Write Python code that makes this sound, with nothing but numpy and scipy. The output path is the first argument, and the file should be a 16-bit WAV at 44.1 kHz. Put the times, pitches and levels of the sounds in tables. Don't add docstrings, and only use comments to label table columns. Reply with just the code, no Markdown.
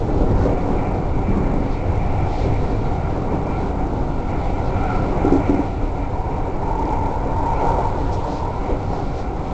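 import sys
import numpy as np
from scipy import signal
from scipy.io import wavfile
from scipy.ndimage import uniform_filter1d

SR = 44100
rng = np.random.default_rng(int(sys.argv[2]) if len(sys.argv) > 2 else 0)


def unload_wav(signal):
    wavfile.write(
        sys.argv[1],
        SR,
        np.round(np.clip(np.atleast_2d(signal).T, -1, 1) * 32767).astype(np.int16),
    )


N = 420254
T = np.arange(N) / SR


def gain_of(db):
    return 10 ** (np.asarray(db) / 20)


def unit_rms(x):
    return x / np.sqrt(np.mean(x ** 2) + 1e-20)


def automation(rows):
    time_s, *controls = np.transpose(rows)
    return [np.interp(T, time_s, control) for control in controls]


def wander(top_hz):
    t = T[::64]
    rates_hz = np.geomspace(top_hz / 6, top_hz, 24)
    drift = sum(np.sin(2 * np.pi * (hz * t + rng.random())) for hz in rates_hz)
    return np.interp(T, t, unit_rms(drift))


def resonate(x, hz, width_hz):
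    carrier = np.exp(2j * np.pi * np.cumsum(hz * np.ones(len(x))) / SR)
    r = np.exp(-np.pi * width_hz / SR)
    return 2 * (carrier * signal.lfilter([(1 - r) ** 2], [1, -2 * r, r * r], x / carrier)).real


def ring_modes(x, modes):
    return sum((-1) ** k * gain_of(db) * resonate(x, hz, width_hz) / np.sqrt(width_hz)
               for k, (hz, width_hz, db) in enumerate(modes))


def shaped_noise(eq, patchy_db=0., size=2048):
    hz = np.fft.rfftfreq(size, 1 / SR)
    eq_hz, eq_db = np.transpose(eq)
    real, imag, patches = rng.standard_normal((4 * N // size + 5, len(hz), 3)).T
    patches = uniform_filter1d(patches, size=14, axis=0)
    patches = unit_rms(uniform_filter1d(patches, size=8, axis=1))
    colour_db = np.interp(np.log(hz + 1), np.log(eq_hz + 1), eq_db, -150, -150)
    spectra = (real + 1j * imag) * gain_of(colour_db[:, None] + patchy_db * patches)
    return unit_rms(signal.istft(spectra, nperseg=size, noverlap=size - size // 4)[1][:N])


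# time_s, rumble_db, low_drone_db, upper_drone_db
TRACK_ROUGHNESS = [(0.0, -20.5, -28.5, -31), (0.34, -16, -25.5, -27), (0.64, -21.5, -24.5, -27),
                   (1.14, -20.5, -28, -32), (1.48, -19.5, -25, -28.5), (1.62, -22.5, -25, -30),
                   (1.96, -18, -30, -31), (3.56, -23, -27, -30), (4.33, -20.5, -29, -34),
                   (4.7, -20, -27.5, -31.5), (5.47, -21.5, -26, -27), (5.71, -22, -30.5, -33.5),
                   (6.0, -23, -32, -33), (6.87, -23, -30, -29.5), (7.17, -22.5, -31.5, -30.5),
                   (7.7, -21, -33.5, -26), (7.86, -20.5, -32, -28), (8.44, -24, -32.5, -31.5),
                   (8.86, -21.5, -29, -31), (9.53, -26, -33, -33)]
# freq_hz, relative_db
RUMBLE_EQ = [(6, -30), (10, 1.5), (25, 3.5), (35, -0.5), (50, 0), (61, -3.5), (75, -3.5), (98, -1.5),
             (120, -8), (170, -13.5), (220, -41.5)]
DRONE_EQ = [(76, -30), (130, -2), (215, -5), (280, -5), (400, -3.5), (560, -5.5), (800, -12), (1030, -14),
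            (1150, -15), (1300, -21), (1480, -21), (1650, -28), (2000, -29.5), (2600, -61)]
# pitch_hz, width_hz, relative_db
PANEL_MODES = [(190, 30, -5), (278, 22, 0), (308, 26, -6), (386, 25, -5), (465, 40, -8), (503, 30, -6),
               (608, 30, -8), (722, 18, -9), (815, 40, -11), (914, 40, -11)]


def car_body():
    rumble_db, low_db, upper_db = automation(TRACK_ROUGHNESS)
    panels = unit_rms(ring_modes(rng.standard_normal(N), PANEL_MODES))
    drone = shaped_noise(DRONE_EQ, patchy_db=1.5) + gain_of(-4.5) * panels
    low = signal.sosfiltfilt(signal.butter(3, 345, fs=SR, output="sos"), drone)
    floor = gain_of(low_db) * unit_rms(low) + gain_of(upper_db) * unit_rms(drone - low)
    shell = gain_of(rumble_db) * shaped_noise(RUMBLE_EQ, size=8192)
    return shell + gain_of(0.92 * wander(top_hz=9)) * floor


# peak_s, fall_s, song_boost_db, high_ring_boost_db, wheel_boost_db
SWELLS = [(.55, 0.068, 0, -3, 4.5), (.8, 0.079, 3, 4, 6), (1.27, 0.057, 0.5, 1, 5), (1.48, .07, -2, 0, 2.5),
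          (2.25, .1, 5, 2, 0.5), (2.53, .05, 2.5, -1, 2.5), (3.0, .12, 2, 4, 3), (3.33, 0.062, 4.5, 1, 5),
          (3.55, 0.074, 3.5, 5.5, 7), (3.78, 0.072, 1.5, 0, 2), (4.35, 0.17, 4, 7, 5),
          (4.88, 0.16, 6, 14, 6), (5.27, 0.076, 7.5, 10, 5), (5.5, 0.088, 2.5, 5.5, 4),
          (6.93, .07, 1.5, 1, 4.5), (7.62, 0.13, 8.5, 7, 6), (8.68, 0.087, 3, 2, 5.5)]


def swell_boosts():
    t = T[::64]
    peak_s, fall_s, *boosts_db = np.transpose(SWELLS)
    from_peak = (t - peak_s[:, None]) / fall_s[:, None]
    stretch = np.where(from_peak < 0, 0.71, 1)
    swells = np.exp(-(from_peak / stretch) ** 2 / 2)
    return [np.interp(T, t, db @ swells) for db in boosts_db]


# time_s, pitch_hz, level_db
RAIL_HOWL = [(0, 920, -44.5), (.5, 928, -39), (1.7, 935, -41.5), (4.1, 934, -39), (5.15, 940, -39.5),
             (5.32, 937, -34), (5.75, 946, -41), (6.25, 938, -34), (6.55, 920, -39), (6.64, 894, -28),
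             (6.85, 891, -25.5), (7.25, 915, -31), (7.55, 914, -23), (7.8, 905, -26), (8, 905, -32),
             (8.3, 937, -30), (8.57, 948, -31), (8.68, 942, -37), (9.1, 950, -43), (9.53, 960, -41)]


def rails():
    base_song_db, base_ring_db = -34.5, -47.5
    song_boost_db, ring_boost_db, _ = swell_boosts()
    howl_hz, howl_db = automation(RAIL_HOWL)
    levels_db = (base_song_db + song_boost_db, howl_db, base_ring_db + ring_boost_db)
    gains = [gain_of(db + 1.1 * wander(top_hz=7)) for db in levels_db]
    roughness = rng.standard_normal((3, N))
    song = resonate(roughness[0], hz=760.4, width_hz=170)
    howl = resonate(roughness[1], howl_hz, width_hz=200)
    howl = resonate(howl, howl_hz, width_hz=200)
    ring = resonate(roughness[2], hz=1360, width_hz=150)
    return sum(gain * unit_rms(layer) for gain, layer in zip(gains, (song, howl, ring)))


# time_s, wheels_db, hiss_db
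WINDOW_LEVELS = [(0, -54, -51), (.3, -50.5, -52), (1.1, -48.5, -54.5), (1.3, -48.5, -54.5),
                 (2.1, -44.5, -53), (2.5, -45.5, -49.5), (2.7, -49, -51), (3.2, -51, -53.5),
                 (4, -52.5, -54), (4.6, -48, -51.5), (5.6, -46.5, -52), (5.78, -49, -53.5),
                 (6.3, -49, -56.5), (7.3, -51, -55), (7.6, -51, -52.5), (8.15, -53.5, -49.5),
                 (8.7, -51, -53), (9.35, -52, -54.5), (9.53, -52, -49.5)]
# freq_hz, relative_db
WHEEL_EQ = [(1030, -34.5), (1750, -8), (1980, -1.5), (2080, -0.5), (2160, 3), (2250, 0), (2330, 1),
            (2430, -5.5), (2590, -6.5), (3000, -14.5), (3900, -44)]
HISS_EQ = [(1500, -28.5), (2500, -5), (3000, -8), (3900, -7), (5000, -12.5), (6500, -17), (9500, -18.5)]
# pitch_hz, width_hz, relative_db
DRIVE_WHINE = (2347, 18, -8.5)


def wheels_drive_and_air():
    wheels_db, hiss_db = automation(WINDOW_LEVELS)
    whine_hz, width_hz, whine_db = DRIVE_WHINE
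    drive, grains = rng.standard_normal((2, N))
    whine = gain_of(whine_db) * unit_rms(resonate(drive, whine_hz, width_hz))
    wheels = shaped_noise(WHEEL_EQ, patchy_db=1.0, size=1024)
    flicker_db = 1.5 * unit_rms(uniform_filter1d(uniform_filter1d(grains, size=40), size=40))
    hiss = unit_rms(gain_of(flicker_db) * shaped_noise(HISS_EQ, patchy_db=-0.2, size=512))
    wheels_db += swell_boosts()[2] + 0.76 * wander(top_hz=12)
    hiss_db += 0.98 * wander(top_hz=12)
    return gain_of(wheels_db) * (wheels + whine) + gain_of(hiss_db) * hiss


# start_s, peak_db, decay_s, pitch_hz, sharpness (0-1)
WHEEL_BLOWS = [(.08, -18, 0.034, 476, 0.1), (0.199, -15.5, 0.11, 410, 0.13),
               (.295, -12.5, 0.023, 294, 0.24), (.45, -10.5, 0.082, 495, 0.4), (1.275, -12, 0.032, 201, 0),
               (1.362, -11.5, 0.019, 191, 0.46), (1.529, -16.5, 0.064, 193, 0.3),
               (2.44, -16, 0.046, 484, 0.3), (5.24, -6, 0.02, 322, 0.62), (5.315, -3.5, 0.022, 315, 0.43),
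               (5.345, -7, 0.016, 335, 0.5), (5.486, -4.5, .035, 278, 0.56), (5.521, -9, 0.016, 297, 0.46),
               (5.585, -10, 0.004, 310, 0.8), (7.615, -13, 0.016, 675, 0.15), (7.78, -10, 0.01, 637, 0.63),
               (8.685, -13, 0.019, 463, 0.33)]


def bogie_clacks():
    out, t = np.zeros(N), np.arange(SR // 4) / SR
    damped_panels = [(hz, 1.94 * width_hz, db) for hz, width_hz, db in PANEL_MODES]
    for start_s, peak_db, decay_s, pitch_hz, sharpness in WHEEL_BLOWS:
        grind = rng.standard_normal(len(t))
        jolt = grind * np.exp(-t / decay_s) / np.sqrt(decay_s * SR / 2)
        force = (1 - sharpness) * jolt + sharpness * (t == 0)
        blow = resonate(force, pitch_hz, width_hz=0.71 * pitch_hz)
        clack = ring_modes(blow, damped_panels)
        out[round(start_s * SR):][:len(t)] += gain_of(peak_db) * clack / abs(clack).max()
    return out


# peak_s, level_db, centre_hz, width_hz, rise_s, fall_s
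PASS_BYS = [(.42, -54, 4300, 3400, 0.076, .06), (1.73, -48.5, 4000, 2500, .02, 0.027),
            (2.4, -45.5, 3800, 3200, 0.076, .06), (2.71, -54, 4300, 1800, .04, .04),
            (2.86, -54, 4000, 1800, .02, .03), (3.61, -56, 4000, 1800, .05, .05),
            (4.44, -53, 3900, 1800, .03, .04), (4.67, -52, 4400, 2000, .02, .03),
            (4.96, -52, 4200, 2200, 0.063, 0.065), (5.34, -58, 6200, 2000, .015, .025),
            (8.135, -43.5, 4830, 4000, 0.011, 0.023), (8.35, -46.5, 4500, 3200, 0.051, 0.044),
            (8.95, -51.5, 4280, 3400, 0.074, 0.12), (9.2, -49, 4400, 3400, 0.039, 0.027)]


def trackside_whooshes():
    out, air = np.zeros(N), rng.standard_normal(N)
    for peak_s, level_db, centre_hz, width_hz, rise_s, fall_s in PASS_BYS:
        span = slice(round((peak_s - .3) * SR), round((peak_s + .4) * SR))
        t = T[span] - peak_s
        swell = np.exp(-(t / np.where(t < 0, rise_s, fall_s)) ** 2 / 2)
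        puff = unit_rms(resonate(air[span], centre_hz, width_hz))
        out[span] += gain_of(level_db) * puff * swell
    return out


# start_s, level_db, pitch_hz
FITTING_TICKS = [(6.78, -33, 3400), (6.793, -35, 5500), (6.855, -32, 5000), (6.892, -30, 3600),
                 (7.06, -32, 3800)]


def fitting_ticks():
    out, t = np.zeros(N), np.arange(SR // 100) / SR
    decay_s = 0.00051
    for start_s, level_db, pitch_hz in FITTING_TICKS:
        tick = np.sin(2 * np.pi * pitch_hz * t) * np.exp(-t / decay_s)
        out[round(start_s * SR):][:len(t)] += gain_of(level_db) * tick
    return out


def scene():
    bed = car_body() + rails() + wheels_drive_and_air()
    return (bed + bogie_clacks() + trackside_whooshes() + fitting_ticks())[None]


# freq_hz, gain_db
MIC_EQ = [(7000, 0), (7600, -1.5), (8100, -7.5), (8500, -17), (8900, -30.5)]


def record(dry):
    throb_hz, cutoff_hz = 354.03, 9000
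    throb = 1 + .62 * np.cos(2 * np.pi * throb_hz * T - 1.9)
    slope = np.gradient(uniform_filter1d(dry, size=8), axis=1)
    fizz = gain_of(-7.5) * throb * slope * rng.standard_normal(N)
    eq_hz, eq_db = np.transpose(MIC_EQ)
    grid_hz = np.linspace(0, SR / 2, 513)
    roll_off = signal.firwin2(255, grid_hz, gain_of(np.interp(grid_hz, eq_hz, eq_db)), fs=SR)
    high_cut = signal.firwin(1023, cutoff_hz, window=("kaiser", 9), fs=SR)
    return signal.oaconvolve(dry + fizz, np.convolve(roll_off, high_cut)[None], "same")


dry = scene()
out = record(dry)
unload_wav(out)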